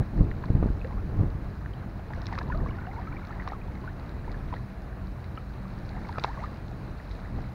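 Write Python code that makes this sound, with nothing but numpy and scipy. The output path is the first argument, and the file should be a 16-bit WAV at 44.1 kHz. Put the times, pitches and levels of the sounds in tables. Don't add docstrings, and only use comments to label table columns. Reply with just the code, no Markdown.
import sys
import numpy as np
from scipy import signal
from scipy.fft import rfft, irfft, next_fast_len
from scipy.io import wavfile
from scipy.ndimage import uniform_filter1d, map_coordinates

SR = 44100
rng = np.random.default_rng(int(sys.argv[2]) if len(sys.argv) > 2 else 0)


def natural_amplitude(level_db):
    exponent = np.asarray(level_db, float) / 20
    return 10 ** exponent


def digitize_waveform(pressure):
    field = np.atleast_2d(pressure).T
    bounded = np.clip(field, -1, 1)
    quanta = np.round(bounded * 32767).astype(np.int16)
    wavfile.write(sys.argv[1], SR, quanta)


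N = 332514

# time_s, churn_db, fine_spray_share_db
WATER = [(0, -50, -16.5), (.4, -49, -17.5), (.9, -51, -16), (2.1, -49.5, -18.5), (2.35, -44, -17.5),
         (2.46, -49, -17.5), (2.56, -46.5, -21.5), (3.4, -47.5, -19), (3.63, -49.5, -18.5),
         (4.49, -50, -15), (4.85, -52, -16), (5.6, -49.5, -16), (6.15, -49, -13.5), (6.28, -44, -16.5),
         (6.59, -50, -15.5), (7.05, -48.5, -15), (7.54, -49, -17)]
# pitch_hz, level_db (per Hz)
HOUSING = [(1470, -3), (2500, 0), (3130, -12.5), (3980, 0), (5590, -11.5), (7830, -20), (8500, -20.5),
           (11000, -37.5), (18700, -120)]


def unit(x):
    return x / np.sqrt(np.mean(x ** 2) + 1e-20)


def curves(rows):
    s, *cols = np.transpose(rows)
    return [np.interp(np.arange(N) / SR, s, c) for c in cols]


def wobble(rate):
    knots = rng.standard_normal(int(N * rate / SR) + 4)
    return map_coordinates(knots, [np.arange(N) * rate / SR])


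def filtered(x, response):
    m = next_fast_len(N + 8192)
    return irfft(rfft(x, m) * response(np.fft.rfftfreq(m, 1 / SR)), m)[..., :N]


def coloured(x, points):
    f, v = np.transpose(points)
    return filtered(x, lambda hz: natural_amplitude(np.interp(np.log(hz + 1), np.log(f), v)))


def rush(points, patchy_db):
    z = signal.stft(rng.standard_normal(N), nperseg=256)[2]
    field = uniform_filter1d(rng.standard_normal(z.shape), size=4, axis=0)
    field = uniform_filter1d(field, size=12, axis=1)
    patchy = signal.istft(z * natural_amplitude(patchy_db * unit(field)), nperseg=256)[1][:N]
    return unit(coloured(patchy, points))


def scatter(s, waves):
    at = np.round(s * SR).astype(int) + np.arange(waves.shape[1]) + SR
    return np.bincount(at.ravel(), waves.ravel(), N + 2 * SR)[SR:SR + N]


def blips(s, db, hz, life, rise, attack, size):
    t = np.arange(size) / SR
    s, db, hz, life, rise = (np.reshape(v, (-1, 1)) for v in np.broadcast_arrays(s, db, hz, life, rise))
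    u = t / life
    swing = np.sin(2 * np.pi * hz * t * (1 + rise * u / 2))
    decay = np.exp(-u - 0.26 * u ** 2)
    return scatter(s, natural_amplitude(db) * swing * decay * (1 - np.exp(-u / attack)))


def bursts(s, db, life, size):
    u = np.arange(size) / SR / life
    noise = rng.standard_normal((len(s), size))
    return scatter(np.c_[s], natural_amplitude(np.c_[db]) * noise * np.exp(-u) * (1 - np.exp(-8 * u)))


def swarm(weight, count, hz, spread, turns, size_db, size):
    when, pitch, big = rng.random((count, 3)).T
    total = np.cumsum(weight)
    s = np.searchsorted(total, when * total[-1]) / SR
    f = hz * np.exp(spread * (2 * pitch - 1))
    return blips(s, -size_db * np.log(big + .03), f, turns / f, .08, .3, size=size)


def steady(x, share):
    swell = np.sqrt(np.abs(uniform_filter1d(x ** 2, size=1300)) + .05)
    return unit(x / swell ** share)


def wind_db():
    # time_s, strength_db
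    breeze = [(0, -35), (.4, -31.5), (.82, -42), (.96, -30), (1.45, -35), (2.11, -36), (2.64, -36),
              (2.9, -34), (4.21, -35.5), (4.5, -31), (4.64, -38), (5.13, -34), (5.28, -38), (5.98, -33),
              (6.25, -36.5), (7.2, -36), (7.54, -36)]
    # crest_s, crest_db, rise_s, fall_s (both counted over 20 dB)
    gusts = [(0, -17, .1, 0.048), (.21, -15.5, 0.083, 0.079), (.27, -25.5, .1, 0.14),
             (.505, -21, .05, 0.053), (.56, -21.5, 0.07, 0.31), (.654, -27.5, 0.25, 0.31),
             (1.208, -19, 0.12, .13), (1.348, -37, 0.089, 0.079), (2.18, -32, 0.12, 0.1),
             (2.64, -25.5, 0.63, 0.17), (7.39, -28.5, 0.14, 0.1)]
    t = np.arange(N) / SR
    power = natural_amplitude(2 * curves(breeze)[0])
    for s, db, rise, fall in gusts:
        power = power + natural_amplitude(2 * db - 40 * np.maximum((s - t) / rise, (t - s) / fall))
    return 10 * np.log10(power)


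def wind_jolts():
    # peak_s, peak_db, width_ms
    jolts = [(0.01, -14, 1.7), (0.19, -29, 1.8), (0.2092, -5, 1.78), (0.504, -12, 1.2), (.553, -8.5, 2),
             (0.628, -12, 0.51), (0.6416, -15, 1.1), (.66, -11.5, 0.87), (0.704, -15.5, 1.5),
             (1.169, -24.5, 1.4), (1.191, -15, 2.6), (1.235, -15.5, 0.9), (1.26, -21.5, 2.5),
             (1.2118, -8.5, 2.04), (2.646, -23.5, 3)]
    s, db, ms = np.transpose(jolts)[:, :, None]
    lead = .02
    u = (np.arange(1800) / SR - lead) / (ms / 1000)
    push = np.exp(-np.abs(u) ** 1.63) - 0.13 * np.exp(-(u / 6.6) ** 2)
    return scatter(s - lead, natural_amplitude(db + 1.5) * push)


def wind():
    # pitch_hz, level_db (per Hz)
    rumble_colour = [(8.8, -47), (15, -16), (60, 0.5), (117, -2.5), (151, -5), (214, -10), (300, -28),
                     (390, -31.5), (660, -120)]
    # pitch_hz, level_db (per Hz)
    eddy_colour = [(100, -35), (200, 0), (300, 5), (600, -8.5), (1200, -18), (2500, -69)]
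    rumble_db = wind_db()
    eddy_db = -46.5 + (rumble_db + 35)
    gusty = np.clip((rumble_db + 41) / 15, .15, 1)
    rumble = steady(rush(rumble_colour, patchy_db=0.53), gusty)
    rumble = rumble + 0.76 * gusty * unit(filtered(rumble, lambda f: f < 45))
    eddies = unit(natural_amplitude(1.8 * wobble(70)) * steady(rush(eddy_colour, patchy_db=-0.3), gusty))
    flutter = natural_amplitude((1 - gusty) * (1.76 * wobble(9) + 1.28 * wobble(25)))
    turbulence = natural_amplitude(rumble_db - 4) * rumble + natural_amplitude(eddy_db - 2.5) * eddies
    return flutter * turbulence + wind_jolts()


def drone():
    # pitch_hz, width_hz, level_db
    lines = [
        (52, 8.3, -44),
        (89.2, 16, -46),
        (126.9, 9.3, -49),
        (192, 7.5, -50.5),
    ]
    total = 0
    for hz, width, db in lines:
        band = filtered(rng.standard_normal(N), lambda f: np.exp(-((f - hz) / width) ** 2))
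        total = total + natural_amplitude(db) * unit(band)
    return total


def wash():
    # pitch_hz, level_db (per Hz)
    wash_colour = [(150, -32), (250, -0.5), (294, -14), (327, -11), (488, -7.5), (661, -4), (705, -6),
                   (1650, -11.5), (3300, -30), (4290, -47), (7260, -120)]
    wash_db, share_db = curves(WATER)
    spray_db = wash_db + share_db
    clumps, ripple = natural_amplitude(6 * wobble(16)), wobble(14)
    body = natural_amplitude(-50.5 + 0.33 * (wash_db + 52.0) + 0.95 * ripple) * rush(wash_colour, patchy_db=0.5)
    fizz = natural_amplitude(-66.0 + 0.65 * (spray_db + 70) + 0.12 * ripple) * rush(HOUSING, patchy_db=1.7)
    gurgle = swarm(clumps * natural_amplitude(4.5 * wash_db), count=260, hz=1200, spread=.55, turns=5, size_db=3, size=1400)
    spray = swarm(clumps * natural_amplitude(4 * spray_db), count=700, hz=4900, spread=0.45, turns=1.6, size_db=3.5, size=120)
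    return body + fizz + natural_amplitude(-42.5) * gurgle + natural_amplitude(-71.0) * unit(coloured(spray, HOUSING))


def mist():
    # pitch_hz, level_db (per Hz)
    mist_colour = [(8200, -120), (8800, -9), (9500, -1), (10500, -9), (12000, -120)]
    share_db = curves(WATER)[1]
    return natural_amplitude(-88 + 2 * (share_db + 17)) * rush(mist_colour, patchy_db=1.5)


def pockets():
    # start_s, peak_db, pitch_hz
    plop_rows = [(.314, -28.5, 1800), (0.439, -34, 1570), (.438, -29.5, 940), (0.847, -31.5, 1700),
                 (1.66, -35.5, 1700), (1.994, -34, 710), (2.104, -34.5, 816), (2.135, -34, 1750),
                 (2.287, -33, 1440), (2.325, -24.5, 850), (2.354, -33, 1660), (2.378, -27, 1080),
                 (2.385, -31, 2160), (2.387, -28, 1230), (2.87, -32, 1510), (3.367, -40, 960),
                 (3.422, -31.5, 1680), (3.476, -22, 1030), (3.52, -27.5, 740), (4.245, -36, 1690),
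                 (4.538, -22.5, 830), (5.905, -36.5, 765), (6.128, -35, 1640), (6.158, -34, 1280),
                 (6.183, -23, 650), (6.183, -20, 1140), (6.238, -23, 2240), (6.245, -15, 890),
                 (6.279, -46, 2200), (7.386, -33, 700)]
    # start_s, peak_db, pitch_hz
    bead_rows = [(.314, -56, 2777), (.814, -42.5, 2530), (1.736, -47.5, 3050), (2.278, -43, 2030),
                 (2.518, -47, 2510), (2.601, -44, 1780), (2.689, -42, 2200), (2.709, -46, 2840),
                 (2.823, -42.5, 1480), (2.847, -40, 1450), (2.866, -47, 2790), (2.913, -43, 2030),
                 (3.07, -46, 2230), (3.124, -43, 2260), (3.126, -40, 1470), (3.167, -40.5, 2290),
                 (3.18, -45, 1210), (3.228, -48, 2200), (3.246, -45, 2180), (3.324, -37, 1680),
                 (3.499, -39, 1830), (3.614, -48.5, 2430), (4.343, -40.5, 1680), (4.565, -38, 1830),
                 (5.374, -41.5, 2900), (5.377, -47, 2270), (6.09, -45.5, 2170), (6.329, -45, 1940),
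                 (6.373, -37, 1070), (6.56, -52, 2800)]
    # start_s, peak_db, pitch_hz, life_ms
    bubble_rows = [(0.631, -30.5, 1150, 3.3), (.844, -32, 433, 14), (.908, -36, 980, 3.4),
                   (0.983, -39.5, 1220, 2.3), (2.335, -33, 1810, 4.7), (2.41, -33, 1630, 6.9),
                   (2.414, -28.5, 900, 2.3), (2.499, -30, 945, 7.6), (2.521, -32, 1710, 4.4),
                   (2.524, -31.5, 1404, 7.9), (2.544, -34, 583, 18), (2.545, -36.5, 1190, 10),
                   (2.66, -32, 1040, 5), (2.785, -31.5, 1400, 6), (2.869, -35, 660, 6.5),
                   (2.994, -35, 945, 4.8), (3.069, -38.5, 1266, 16), (3.307, -36, 1290, 4.7),
                   (3.398, -29.5, 1870, 3.9), (3.476, -40, 1630, 2.7), (3.532, -33, 1210, 5.2),
                   (3.549, -41, 1040, 8.3), (3.838, -38, 1000, 8.2), (3.876, -34.5, 1450, 7.3),
                   (4.278, -35.5, 860, 5.7), (4.526, -27.5, 960, 5.9), (5.375, -31, 1250, 6),
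                   (6.092, -30.5, 885, 6.6), (6.169, -34, 1266, 12), (6.438, -34, 1175, 9.9)]
    s, db, hz = np.transpose(plop_rows)
    plop_cycles = 2.67 * natural_amplitude(-0.3 * (db + 30))
    plops = s, db, hz, plop_cycles / hz
    s, db, hz = np.transpose(bead_rows)
    beads = s, db, hz, 9.7 / hz
    s, db, hz, life_ms = np.transpose(bubble_rows)
    ringing = s, db, hz, life_ms / 1000
    return np.hstack([plops, beads, ringing])


def bubbles_and_plops():
    s, db, hz, life = pockets()
    rise = 0.06 * (1000 / hz) ** 1.54
    bubbles = blips(s, db + 6, hz, life, rise, .3, size=3000) * natural_amplitude(1.7 * wobble(300))

    def dull(f):
        low_cut = (f / 500) ** 2 / (1 + (f / 500) ** 2)
        return low_cut / (1 + (f / 1800) ** 4)

    return bubbles + filtered(bursts(s, db + 4.0, 0.0045, size=400), dull)


def splats():
    # start_s, peak_db, centre_hz
    hits = [(.4564, -45, 3820), (.846, -54, 3630), (1.735, -48, 3700), (2.135, -42.5, 4050),
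            (2.2177, -36.5, 4370), (2.257, -36, 4300), (2.2677, -29.5, 4700), (2.329, -38, 3700),
            (2.353, -41, 3900), (2.388, -27, 4220), (2.43, -45, 4300), (2.551, -47, 3710),
            (2.5745, -46, 3540), (3.251, -46, 3650), (3.271, -43, 4340), (3.4762, -36, 3780),
            (3.487, -36.5, 4750), (3.513, -45, 3780), (4.093, -46, 4500), (4.317, -40, 4130),
            (5.243, -42, 3800), (5.892, -38.5, 3700), (6.0885, -38, 3740), (6.1265, -43, 3990),
            (6.184, -36.5, 4050), (6.1966, -32, 4100), (6.2385, -19.5, 3370), (6.251, -40, 4200),
            (6.4365, -47, 3960), (7.1126, -40, 3770)]
    s, db, hz = np.transpose(hits)
    tick = blips(s, db - 3.0, hz * 1.15, 0.0013, 0, .25, size=200)
    tick = tick + blips(s, db, 3975, 0.0011, 0, .25, size=400)
    puff = bursts(s, db, 0.0011, size=600) + bursts(s + 0.0011, db - 9.0, 0.0037, size=2500)
    through_port = tick + natural_amplitude(5.5) * coloured(puff, HOUSING)
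    leak = natural_amplitude(-32) * filtered(puff, lambda f: f > 8500)
    return filtered(through_port, lambda f: 1 / (1 + (f / 6800) ** 12)) + leak


def glides():
    # start_s, level_db, start_hz, end_hz, length_s
    gurgles = [
        (0.899, -46, 750, 1100, 0.04),
        (0.967, -45.5, 1018, 1500, 0.039),
        (2.87, -42, 668, 835, 0.037),
        (2.962, -38.5, 827, 1123, 0.05),
        (3.875, -48.5, 1460, 1910, 0.03),
        (4.554, -49, 1574, 2210, .03),
        (6.273, -38.5, 665, 1106, 0.042),
        (6.375, -41, 480.5, 1497, .095),
    ]
    s, db, low_hz, high_hz, span = np.transpose(gurgles)[:, :, None]
    u = np.minimum(np.arange(5000) / SR / span, 1)
    ratio = high_hz / low_hz
    turns = span * low_hz * (ratio ** u - 1) / np.log(ratio)
    tone = np.sin(np.pi * u) ** .5 * np.sin(2 * np.pi * turns)
    return scatter(s, natural_amplitude(db) * tone) * natural_amplitude(2.0 * wobble(90))


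def trickle():
    # start_s, length_s, density (0-1)
    spills = [
        (2.1, 1.45, 1),
        (4.25, .35, .4),
        (5.88, .6, 1),
    ]
    t = np.arange(N) / SR
    flow = sum(dense * (t > s) * (t < s + span) for s, span, dense in spills)
    running = natural_amplitude(4 * wobble(25)) * flow
    bubbles = swarm(running, count=300, hz=1150, spread=.6, turns=7, size_db=2.5, size=900)
    ticks = swarm(running, count=200, hz=4400, spread=.3, turns=3, size_db=3.5, size=160)
    return natural_amplitude(-43.5) * bubbles + natural_amplitude(-57) * ticks


def scene():
    air = wind() + drone()
    water = wash() + mist() + bubbles_and_plops() + splats() + glides() + trickle()
    return (air + water)[None]


def roll_off(x):
    return signal.sosfilt(signal.butter(12, 16750, fs=SR, output="sos"), x)


def record(dry):
    # pitch_hz, level_db (per Hz)
    hiss_colour = [(3530, -28), (6000, -2), (6840, -2), (8050, -15), (8710, -3.5), (11500, -3.5),
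                   (15500, -0.5)]
    noisy = dry + natural_amplitude(-72.5) * rush(hiss_colour, patchy_db=.1)
    mix = filtered(noisy, lambda hz: hz < 15750)
    return roll_off(mix)


dry = scene()
out = record(dry)
digitize_waveform(out)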